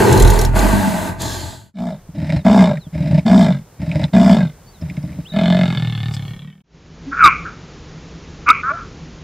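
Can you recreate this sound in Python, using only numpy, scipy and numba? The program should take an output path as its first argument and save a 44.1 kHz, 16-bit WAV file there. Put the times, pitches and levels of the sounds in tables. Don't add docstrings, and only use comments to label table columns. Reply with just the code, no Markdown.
import sys
import numpy as np
from scipy import signal
from scipy.fft import rfft, irfft
from scipy.io import wavfile
from scipy.ndimage import uniform_filter1d
from numba import njit

SR = 44100
rng = np.random.default_rng(int(sys.argv[2]) if len(sys.argv) > 2 else 0)


def dump(signal):
    limited = np.clip(np.atleast_2d(signal).T, -1, 1)
    pcm = np.round(limited * 32767).astype(np.int16)
    wavfile.write(sys.argv[1], SR, pcm)


N = 407043


def undb(db):
    return 10 ** (np.asarray(db) / 20)


def unit(x):
    return x / np.sqrt(np.mean(x ** 2))


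def noise():
    return rng.standard_normal(N)


def stereo(mid, side):
    return np.array([mid + side, mid - side])


def play(calls):
    time_s, *columns = np.concatenate(calls).T
    t = np.arange(N) / SR
    gate = np.any([(t >= call[0][0]) & (t <= call[-1][0]) for call in calls], axis=0)
    curves = [uniform_filter1d(np.interp(t, time_s, c), size=260, mode="nearest") for c in columns]
    return curves, uniform_filter1d(1. * gate, size=300, mode="nearest")


def fade(rows):
    (db,), gate = play([rows])
    return gate * undb(db)


def swell(start_s, end_s, first_db, last_db, attack_s, release_s, edge_db):
    return [(start_s, first_db + edge_db), (start_s + attack_s, first_db),
            (end_s - release_s, last_db), (end_s, last_db + edge_db)]


def wander(rate_hz=10):
    size = int(SR / rate_hz)
    return unit(uniform_filter1d(uniform_filter1d(noise(), size=size), size=size))


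@njit
def bandpass(x, hz, width_hz):
    y, band_state, low_state = np.empty(len(x)), 0., 0.
    for i in range(len(x)):
        g, damping = np.tan(np.pi * hz[i] / SR), width_hz[i] / hz[i]
        band = (band_state + g * (x[i] - low_state)) / (1 + g * (g + damping))
        band_state = 2 * band - band_state
        low_state += 2 * g * band
        y[i] = damping * band
    return y


def ring(x, hz, width_hz):
    hz, width_hz = hz + np.zeros(N), width_hz + np.zeros(N)
    once = bandpass(x + 1e-18, hz, width_hz)
    return bandpass(once, hz, width_hz) * np.sqrt(2 * SR / (np.pi * width_hz))


def cavity(x, modes):
    gains = undb([db for _, _, db in modes])
    bands = ((-1) ** k * gains[k] * ring(x, hz, width) for k, (hz, width, _) in enumerate(modes))
    return sum(bands) / np.linalg.norm(gains)


def restless(modes, scale=1):
    return [(scale * hz * (1 + .022 * wander()), width, db) for hz, width, db in modes]


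@njit
def closures(hz, rough, scatter):
    pulses, phases = np.zeros(len(hz) + 1), np.empty(len(hz))
    phase, cycle = 0., 0
    for i in range(len(hz)):
        step = hz[i] * np.exp(rough[i] * scatter[cycle, 0]) / SR
        phase += step
        if phase >= 1:
            phase, cycle = phase - 1, cycle + 1
            size = np.exp(rough[i] * scatter[cycle, 1]) * np.sqrt(SR / hz[i])
            pulses[i] += size * phase / step
            pulses[i + 1] += size * (1 - phase / step)
        phases[i] = phase
    return pulses[:-1], phases


def folds(hz, rough, jitter, shimmer):
    scatter = rng.standard_normal((N // 40, 2)) * [jitter, shimmer]
    return closures(hz, rough + np.zeros(N), scatter)


def breathy(pulses, phase, air_share, puff_cycles):
    air_share = np.clip(air_share, 0, 1)
    puffs = unit(np.exp(-phase / puff_cycles) * noise())
    return np.sqrt(1 - air_share) * pulses + np.sqrt(air_share) * puffs


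def uneven(phase, scatter_db=2.2):
    cycle = np.cumsum(np.diff(phase, prepend=0) < 0)
    return undb(scatter_db * rng.standard_normal(N // 40))[cycle]


def taps(time_s, level_db):
    x = np.zeros(N)
    x[(time_s * SR).astype(int)] = undb(level_db)
    return x


def pops(events, rise_s, fall_s):
    time_s, level_db, bright_hz = np.transpose(events)
    t = np.arange(SR // 20) / SR
    shape = (1 - np.exp(-t / rise_s)) * np.exp(-t / fall_s)
    bursts = signal.fftconvolve(taps(time_s, level_db), shape)[:N] * noise()
    latest = np.maximum(np.searchsorted(time_s, np.arange(N) / SR) - 1, 0)
    return bursts, bright_hz[latest]


def glides(notes, peak_share, edge_db):
    calls = []
    for start_s, end_s, from_hz, to_hz, db in notes:
        peak = (start_s + peak_share * (end_s - start_s), from_hz + peak_share * (to_hz - from_hz), db)
        calls.append([(start_s, from_hz, db + edge_db), peak, (end_s, to_hz, db + edge_db)])
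    (hz, db), gate = play(calls)
    return gate * undb(db) * np.sqrt(2) * np.sin(2 * np.pi * np.cumsum(hz) / SR)


def coloured(spectrum):
    hz, db = np.transpose(spectrum)
    bin_hz = np.maximum(np.arange(N // 2 + 1) * SR / N, 1)
    gain = undb(np.interp(np.log(bin_hz), np.log(hz), db))
    return unit(irfft(rfft(noise()) * gain, N))


def echoes(x, t60_s):
    t = np.arange(SR // 2) / SR
    tail = rng.standard_normal(len(t)) * undb(-60 * t / t60_s)
    return signal.fftconvolve(x, tail / np.linalg.norm(tail))[:N]


# start_s, end_s, voice_db, hiss_db,
# cheek_re_voice_db, mouth_re_voice_db, teeth_re_voice_db, top_re_hiss_db
SNARL_BREATHS = [(-.04, 0.516, -12, -25.5, -9, -0.86, -10.5, .5),
                 (0.543, 1.162, -15.5, -28.5, -5.5, -0.64, -9.5, 2),
                 (1.19, 1.75, -27, -28, -5.5, -1.57, -8.5, -5)]


def snarl_breaths():
    voice, hiss, balance = [], [], []
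    timing = dict(attack_s=.018, release_s=.075)
    voice_sag_db_per_s, hiss_sag_db_per_s = 16, 13
    for start_s, end_s, voice_db, hiss_db, *balance_db in SNARL_BREATHS:
        voice_end_db = voice_db - voice_sag_db_per_s * (end_s - start_s)
        hiss_end_db = hiss_db - hiss_sag_db_per_s * (end_s - start_s)
        voice.append(swell(start_s, end_s, voice_db, voice_end_db, edge_db=-11, **timing))
        hiss.append(swell(start_s, end_s, hiss_db, hiss_end_db, edge_db=-18, **timing))
        balance.append([(start_s, *balance_db), (end_s, *balance_db)])
    return [curve for calls in (voice, hiss, balance) for curve in play(calls)[0]]


# time_s, fold_hz, chest_db, neck_db
SNARL_CHEST = [(0, 43.86, -21.5, -13.5), (.112, 44.3, -44, -10), (.23, 44.7, -2.5, -10),
               (.32, 44.08, -10.5, -14.5), (.45, 41.03, -15, -13.5), (.66, 48.67, -12.5, -25.5),
               (.76, 49.4, -19, -19), (.89, 45.68, -45.5, -27.5), (1.35, 44.34, -36, -27.5),
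               (1.735, 42.5, -51, -27)]
# time_s, lower_hz, upper_hz, lower_re_voice_db, upper_re_voice_db
SNARL_THROAT = [(0, 179, 378, -4, -1), (.2, 181, 383, -5, 2), (.42, 169, 425, -7.5, -2.5),
                (.56, 190, 335, -3.5, -5), (.72, 195, 303, 0, -4.5), (.88, 202, 277, 4, -13),
                (1.03, 162, 290, -2, -5.5), (1.3, 174, 302.8, -6.5, -6)]
# centre_hz, width_hz, gain_db
TEETH_MODES = [(1119, 110, 14.5), (1522, 210, 18), (1883, 480, 17.5), (2700, 840, 11.5)]
HISS_MODES = [(3310, 810, -4), (4170, 750, -2), (4950, 910, -6.5), (6750, 2100, -1.5), (7650, 850, -5),
              (8600, 7500, 3.5), (12800, 12000, 0)]
# time_s, gain_db
SNARL_FADE = [(0, -1), (1.35, 0), (1.53, -6), (1.7, -24.5), (1.735, -45)]


def snarl():
    (fold_hz, chest_db, neck_db), _ = play([SNARL_CHEST])
    (lower_hz, upper_hz, lower_db, upper_db), _ = play([SNARL_THROAT])
    voice_db, hiss_db, cheek_db, mouth_db, teeth_db, top_db = snarl_breaths()
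    pulses, phase = folds(fold_hz, rough=1, jitter=.0376, shimmer=.038)
    voiced = breathy(pulses, phase, air_share=.65, puff_cycles=.44)
    airy = breathy(pulses, phase, air_share=.91, puff_cycles=2)
    chest = undb(chest_db) * np.sqrt(2) * np.sin(2 * np.pi * phase)
    neck = undb(neck_db) * ring(voiced, 101, 69)
    throat = undb(lower_db) * ring(voiced, lower_hz, 55) + undb(upper_db) * ring(airy, upper_hz, 157)
    cheek = undb(cheek_db) * ring(airy, 646, 80)
    mouth = undb(mouth_db) * (.29 * ring(airy, 874, 81) + .5 * ring(airy, 895, 260))
    teeth = undb(teeth_db) * cavity(airy, restless(TEETH_MODES))
    voice = undb(voice_db) * (throat + cheek + mouth + teeth) + neck
    hiss = undb(hiss_db - 2) * cavity(noise(), restless(HISS_MODES[:5])) + spittle()
    top = undb(hiss_db + top_db - 3) * cavity(noise(), HISS_MODES[5:])
    to_walls = undb(-6) * voice + undb(-11) * chest + undb(-12) * hiss + undb(-16) * top
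    return fade(SNARL_FADE) * stereo(chest + voice + hiss + top, echoes(to_walls, t60_s=.17))


# time_s, level_db, bright_hz
SPITS = [(0.1246, -9.5, 7450), (0.1744, -11, 4070), (0.198, -8, 3870), (0.2219, -10, 7400),
         (0.248, -14.5, 3750), (0.2742, -12.5, 3830), (0.3004, -8.5, 6700), (0.334, -17, 8150),
         (0.3565, -19.5, 3624), (0.389, -11.5, 5430), (0.4125, -9.5, 4080), (0.448, -14, 5340),
         (0.59, -14, 6504), (1.1992, -45, 6896), (1.2176, -16, 7300)]


def spittle():
    bursts, bright_hz = pops(SPITS, rise_s=.0009, fall_s=.0059)
    return .5 * ring(bursts, bright_hz, 550) + .53 * cavity(bursts, HISS_MODES)


# time_s, level_db
YARD_FADE = [(1.73, -76), (1.8, -47), (5.8, -42.5), (6.3, -42), (6.62, -62.5)]
# freq_hz, density_db
YARD_SPECTRUM = [(18, -62), (30, -3.5), (164, -6.5), (299, -20.5), (379, -15.5), (897, -22), (1080, -24),
                 (2180, -30.5), (2490, -33), (7460, -37.5), (15500, -40)]


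def yard():
    rumble = coloured(YARD_SPECTRUM)
    hiss = undb(-13) * cavity(noise(), [(400, 900, .5), (6300, 4000, 2)])
    return fade(YARD_FADE) * stereo(rumble, hiss)


# start_s, length_s, attack_s, throat_db, full_pull_fold_hz, mouth_re_throat_db
ROARS = [(1.743, 0.27, .045, -23, 62.88, -11), (2.443, .36, .012, -7, 68.38, -8),
         (3.253, 0.36, 0.0093, -7, 63.48, -13), (4.129, .39, .01, -7, 65.64, -12)]
# time_share, effort_db, fold_pull, roughness, rasp_db, air_db
ROAR_SHAPE = [(0, -1, .82, .5, -24.5, -33.5), (.22, 0.5, .99, .3, -28.5, -32),
              (.48, -0.4, .82, .3, -23.5, -28.5), (.74, -4.5, .3, .5, -27, -38.5),
              (.95, -18, .05, .5, -29, -40), (1.12, -48, .01, .5, -26, -34)]


def roars():
    share, effort_db, pull, rough, rasp_db, air_db = np.transpose(ROAR_SHAPE[:1] + ROAR_SHAPE)
    effort_db[0] = -17.5
    slack_hz, teeth_hz, droop = 40.14, 3642, 0
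    throat_hz, mouth_hz, palate_hz = 148.8 + 60.3 * pull, 578.7 + 88.3 * pull, 1581 + 90 * pull
    calls = []
    for start_s, length_s, attack_s, db, tight_hz, mouth_re_throat_db in ROARS:
        time_s = np.r_[start_s, start_s + attack_s + (length_s - attack_s) * share[1:]]
        fold_hz = slack_hz + (tight_hz - slack_hz) * pull
        throat_db = db + effort_db
        mouth_db = db + mouth_re_throat_db + 1.78 * effort_db
        columns = np.broadcast_arrays(time_s, fold_hz, rough, droop, throat_db, throat_hz, mouth_db,
                                      mouth_hz, throat_db + rasp_db, palate_hz, teeth_hz,
                                      throat_db + air_db)
        calls.append(np.transpose(columns))
    return calls


# freq_ratio, width_hz, gain_db
PALATE_RATIOS = [(.8, 128.6, 0.5), (1.004, 118, 9), (1.26, 180, 10), (1.469, 191, 1)]
TEETH_RATIOS = [(0.819, 322, -8), (1.002, 368, -1.5), (1.19, 370.4, -10)]
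# centre_hz, width_hz, gain_db
AIR_MODES = [(4990, 1140, -1), (7550, 2300, -6.5), (12100, 11000, -15)]
# time_s, level_db
SNORT = [(6.12, -52), (6.15, -36), (6.19, -69)]


def cat_voice(calls):
    (fold_hz, rough, droop, throat_db, throat_hz, mouth_db, mouth_hz,
     rasp_db, palate_hz, teeth_hz, air_db), gate = play(calls)
    pulses, phase = folds(fold_hz, rough, jitter=.16, shimmer=.6)
    voiced = breathy(pulses, phase, air_share=.81 * rough, puff_cycles=1)
    airy = breathy(pulses, phase, air_share=.2 + 2 * rough, puff_cycles=.55)
    drooped_hz = throat_hz * (1 - .4 * droop)
    throat = undb(-22) * ring(ring(voiced, drooped_hz, 60 + 40 * droop), drooped_hz, 190)
    chest = undb(-23 + 3.3 * droop) * ring(voiced, 77.5, 59)
    mouth = undb(.5 - 35 * droop + 2.5 * wander()) * ring(voiced, mouth_hz, 86)
    mouth += .8 * droop * ring(voiced, 805, 75) + .27 * ring(airy, 422, 160) + .52 * ring(airy, 840, 370)
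    palate = undb(-7 * droop) * cavity(uneven(phase) * airy, restless(PALATE_RATIOS, palate_hz))
    teeth = undb(-3 + 8.1 * droop) * cavity(uneven(phase) * airy, restless(TEETH_RATIOS, teeth_hz))
    ticks = undb(-13.5) * ring(uneven(phase) * pulses, 2600, 2700)
    rasp = palate + teeth + ticks + undb(-6) * ring(airy, 1150, 500)
    air = cavity(breathy(pulses, phase, air_share=.9, puff_cycles=1), AIR_MODES)
    voice = undb(throat_db) * (throat + chest) + undb(mouth_db) * mouth + undb(rasp_db) * rasp
    return gate * (voice + (undb(air_db) + fade(SNORT)) * air)


# start_s, end_s, first_db, last_db
GASPS = [(2.135, 2.433, -15.5, -6), (2.92, 3.246, -14.5, -6.5), (3.785, 4.107, -15, -6),
         (4.797, 5.281, -20, -22)]
# centre_hz, width_hz, gain_db
GASP_THROAT = [(78, 34, -9.5), (159, 54.4, 1.5), (295, 51, -15.5)]
GASP_MOUTH = [(611, 98, 3.5), (884, 170, -7.5)]
GASP_RASP = [(1420, 470, -9.5), (2070, 1040, 5), (3190, 350, -19.5), (3700, 620, -2.5), (5090, 880, -6),
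             (7360, 3600, -10), (12000, 5000, -32)]
# time_s, level_db
FOLD_SLAPS = [(2.089, -17.5), (2.168, -11), (2.177, -7), (2.227, -3.5), (2.301, -23), (2.347, -7),
              (2.867, -15), (2.954, -3), (3.004, -3), (3.053, -4), (3.107, -3), (3.13, 3), (3.149, -2),
              (3.187, -14), (3.799, -11), (3.828, -5), (3.877, -6), (3.955, 0.5), (3.997, -0.5),
              (4.041, -2), (4.821, -8.5), (4.833, -8), (4.91, -11), (4.976, -5.5), (5.038, -7),
              (5.093, -14.5), (5.159, -32), (5.187, -7)]


def gasps():
    (effort_db,), gate = play([swell(*row, attack_s=.018, release_s=.059, edge_db=-22) for row in GASPS])
    pulses, phase = folds(hz=np.full(N, 38.), rough=.99, jitter=.37, shimmer=.64)
    air = breathy(pulses, phase, air_share=.92, puff_cycles=.79)
    throat = undb(effort_db - 9.5) * cavity(air, GASP_THROAT)
    mouth = undb(1.53 * effort_db - 18) * cavity(air, GASP_MOUTH)
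    rasp = undb(1.14 * effort_db - 29.5) * cavity(air, GASP_RASP)
    impacts = taps(*np.transpose(FOLD_SLAPS))
    slaps = undb(15.5) * cavity(impacts, GASP_THROAT) + undb(-8.5) * cavity(impacts, GASP_MOUTH)
    return gate * (throat + mouth + rasp) + slaps


# time_s, level_db, bright_hz
MOUTH_CLICKS = [(2.3008, -17.5, 2100), (2.7708, -26, 1900), (2.9442, -33, 2182), (3.0445, -40, 2460),
                (3.1492, -36, 1800), (3.1914, -27.5, 2370), (3.914, -23, 2426), (4.0003, -28, 2074),
                (4.0387, -18.5, 3742), (4.8135, -40.5, 5200), (4.8978, -25, 2200), (4.9667, -25, 2070),
                (5.0265, -42, 5200), (5.0913, -36, 1930), (5.1275, -39, 2170)]


def mouth_clicks():
    bursts, bright_hz = pops(MOUTH_CLICKS, rise_s=.0003, fall_s=.0049)
    mouth = .27 * cavity(bursts, GASP_RASP) + .15 * cavity(bursts, GASP_MOUTH)
    return .88 * ring(bursts, bright_hz, 600) + mouth


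# start_s, end_s, from_hz, to_hz, level_db
BIRD_NOTES = [(2.35, 2.42, 4600, 3600, -50), (2.795, 2.88, 4400, 3050, -53), (4.667, 4.72, 4450, 4680, -54),
              (4.732, 4.795, 4250, 3350, -56), (5.25, 5.297, 2550, 4100, -41),
              (5.297, 5.316, 4000, 3600, -38), (5.316, 5.338, 3600, 4100, -36),
              (5.346, 5.4, 4000, 2420, -41), (5.41, 5.45, 2900, 4000, -45), (5.85, 5.89, 4580, 4850, -56),
              (6.25, 6.285, 4350, 4660, -58), (6.285, 6.35, 4660, 3860, -58), (6.51, 6.55, 2900, 3200, -60)]


def bird():
    return glides(BIRD_NOTES, peak_share=.3, edge_db=-9.5) * undb(2.5 + 2.5 * wander())


# time_s, fold_hz, throat_db, throat_hz, head_droop, jaw_closure, roughness
GROWL = [(5.322, 39.58, -28.5, 172, .02, 0.13, .25), (5.372, 40, -13.5, 192.5, 0.01, .01, 0.3),
         (5.516, 45.1, -10.5, 186, 0.09, 0.01, 0.13), (5.618, 45.85, -11, 170.5, 0.01, 0.1, 0.12),
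         (5.77, 42.13, -15, 157, .25, 0.24, .16), (5.914, 38.58, -20, 146, 0.4, .5, .12),
         (6.11, 36.65, -21, 151.7, 0.55, 0.44, .14), (6.264, 34.45, -26, 151.8, 0.53, 0.65, .16),
         (6.486, 37.43, -34.5, 167.2, 0.08, 1, 0.21), (6.618, 38.26, -51, 183, 0.05, .99, 0.1)]


def growl():
    time_s, fold_hz, throat_db, throat_hz, droop, jaw, rough = np.transpose(GROWL)
    mouth_db, rasp_db, air_db = throat_db - 12.5 - 19 * jaw, throat_db - 19.5, throat_db - 37
    mouth_hz, palate_hz, teeth_hz = 656 - 200 * jaw, 1669 + 170 * jaw, 3642 - 520 * jaw ** 3
    return np.transpose([time_s, fold_hz, rough, droop, throat_db, throat_hz, mouth_db, mouth_hz,
                         rasp_db, palate_hz, teeth_hz, air_db])


# time_s, level_db
NIGHT_FADE = [(6.64, -67), (6.75, -46), (7.26, -31.5), (7.54, -36), (8.85, -35), (9.23, -37)]
# freq_hz, density_db
NIGHT_SPECTRUM = [(15, -22), (25, -11), (55, 2), (128, -5.5), (159, 5), (192, -8), (232, -7), (461, -11.5),
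                  (598, -18.5), (6550, -30), (7200, -34.5), (9360, -84), (15800, -120)]


def night():
    hum = undb(-14) * ring(noise(), hz=157, width_hz=10)
    return fade(NIGHT_FADE) * (coloured(NIGHT_SPECTRUM) + hum)


def yelp_part(start_s, peak_s, end_s, from_hz, to_hz, peak_db, rise_db, settled_hz, upper_re_db, rough):
    mouth_fall_db_per_s, upper_fall_db_per_s = 251, 167
    time_s, fall_s = [start_s, peak_s, end_s], end_s - peak_s
    fold_hz = np.interp(time_s, [start_s, end_s], [from_hz, to_hz])
    mouth_db = peak_db - np.array([rise_db, 0, mouth_fall_db_per_s * fall_s])
    upper_db = peak_db + upper_re_db - np.array([rise_db + 13, 0, upper_fall_db_per_s * fall_s])
    mouth_hz = [1.1 * settled_hz, settled_hz, settled_hz]
    return np.transpose([time_s, fold_hz, mouth_db, mouth_hz, upper_db, [rough] * 3])


# start_s, peak_s, end_s, from_hz, to_hz,
# peak_db, rise_db, mouth_hz, upper_re_mouth_db, roughness
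YELP_PARTS = [(7.11, 7.126, 7.17, 268, 290, -15, 32, 1360, -30, 0.52),
              (7.17, 7.259, 7.45, 290, 235, -5, 12.5, 1306, -10.5, 0.85),
              (7.415, 7.483, 7.57, 215, 218, -29.5, -3, 1370, -21, 0.65),
              (8.462, 8.49, 8.52, 234.8, 255.3, -6, 16, 1224, -8.5, 0.47),
              (8.521, 8.552, 8.62, 225, 220, -25, -2, 1225, -0.5, 0.84),
              (8.632, 8.707, 8.722, 243, 298, -13, 8, 1264, -28.5, 0.22),
              (8.728, 8.796, 8.89, 335, 355, -28.5, -1.5, 1300, -25, 0.7)]
# start_s, end_s, from_hz, to_hz, level_db
WHIMPERS = [(7.06, 7.13, 262.4, 295, -26), (8.7, 8.76, 566, 723, -28.5)]
SQUEALS = [(7.203, 7.228, 1430, 1321, -3), (7.228, 7.292, 1299, 1043, 0.3), (8.497, 8.52, 1165, 1392, 2)]


def yelps():
    (fold_hz, mouth_db, mouth_hz, upper_db, rough), gate = play([yelp_part(*row) for row in YELP_PARTS])
    pulses, phase = folds(fold_hz, rough, jitter=.06, shimmer=.4)
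    hoarse = breathy(pulses, phase, air_share=rough / 2, puff_cycles=1)
    mouth = undb(mouth_db - 17) * ring(ring(hoarse, mouth_hz, 540), mouth_hz, 540)
    upper = undb(upper_db - 11.5) * ring(ring(hoarse, 2322, 660), 2322, 660)
    whimpers = glides(WHIMPERS, peak_share=.31, edge_db=-13)
    squeals = glides(SQUEALS, peak_share=.28, edge_db=-12)
    direct = gate * (mouth + upper) + whimpers + squeals
    return direct + undb(-24.5) * echoes(direct, t60_s=.72)


def security_microphone(x, cutoff_hz=7250):
    return signal.sosfilt(signal.ellip(8, .2, 60, cutoff_hz, fs=SR, output="sos"), x)


def scene():
    close = cat_voice(roars() + [growl()]) + gasps() + mouth_clicks() + bird()
    sawing = stereo(close, undb(-27.5) * echoes(close, t60_s=.06)) + yard()
    night_yelps = security_microphone(yelps() + night())
    return snarl() + sawing + night_yelps


def record(dry):
    cutoff_hz = 15600
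    lowpass = signal.ellip(12, .2, 80, cutoff_hz, fs=SR, output="sos")
    return signal.sosfilt(lowpass, np.clip(dry, -.97, .97))


dry = scene()
out = record(dry)
dump(out)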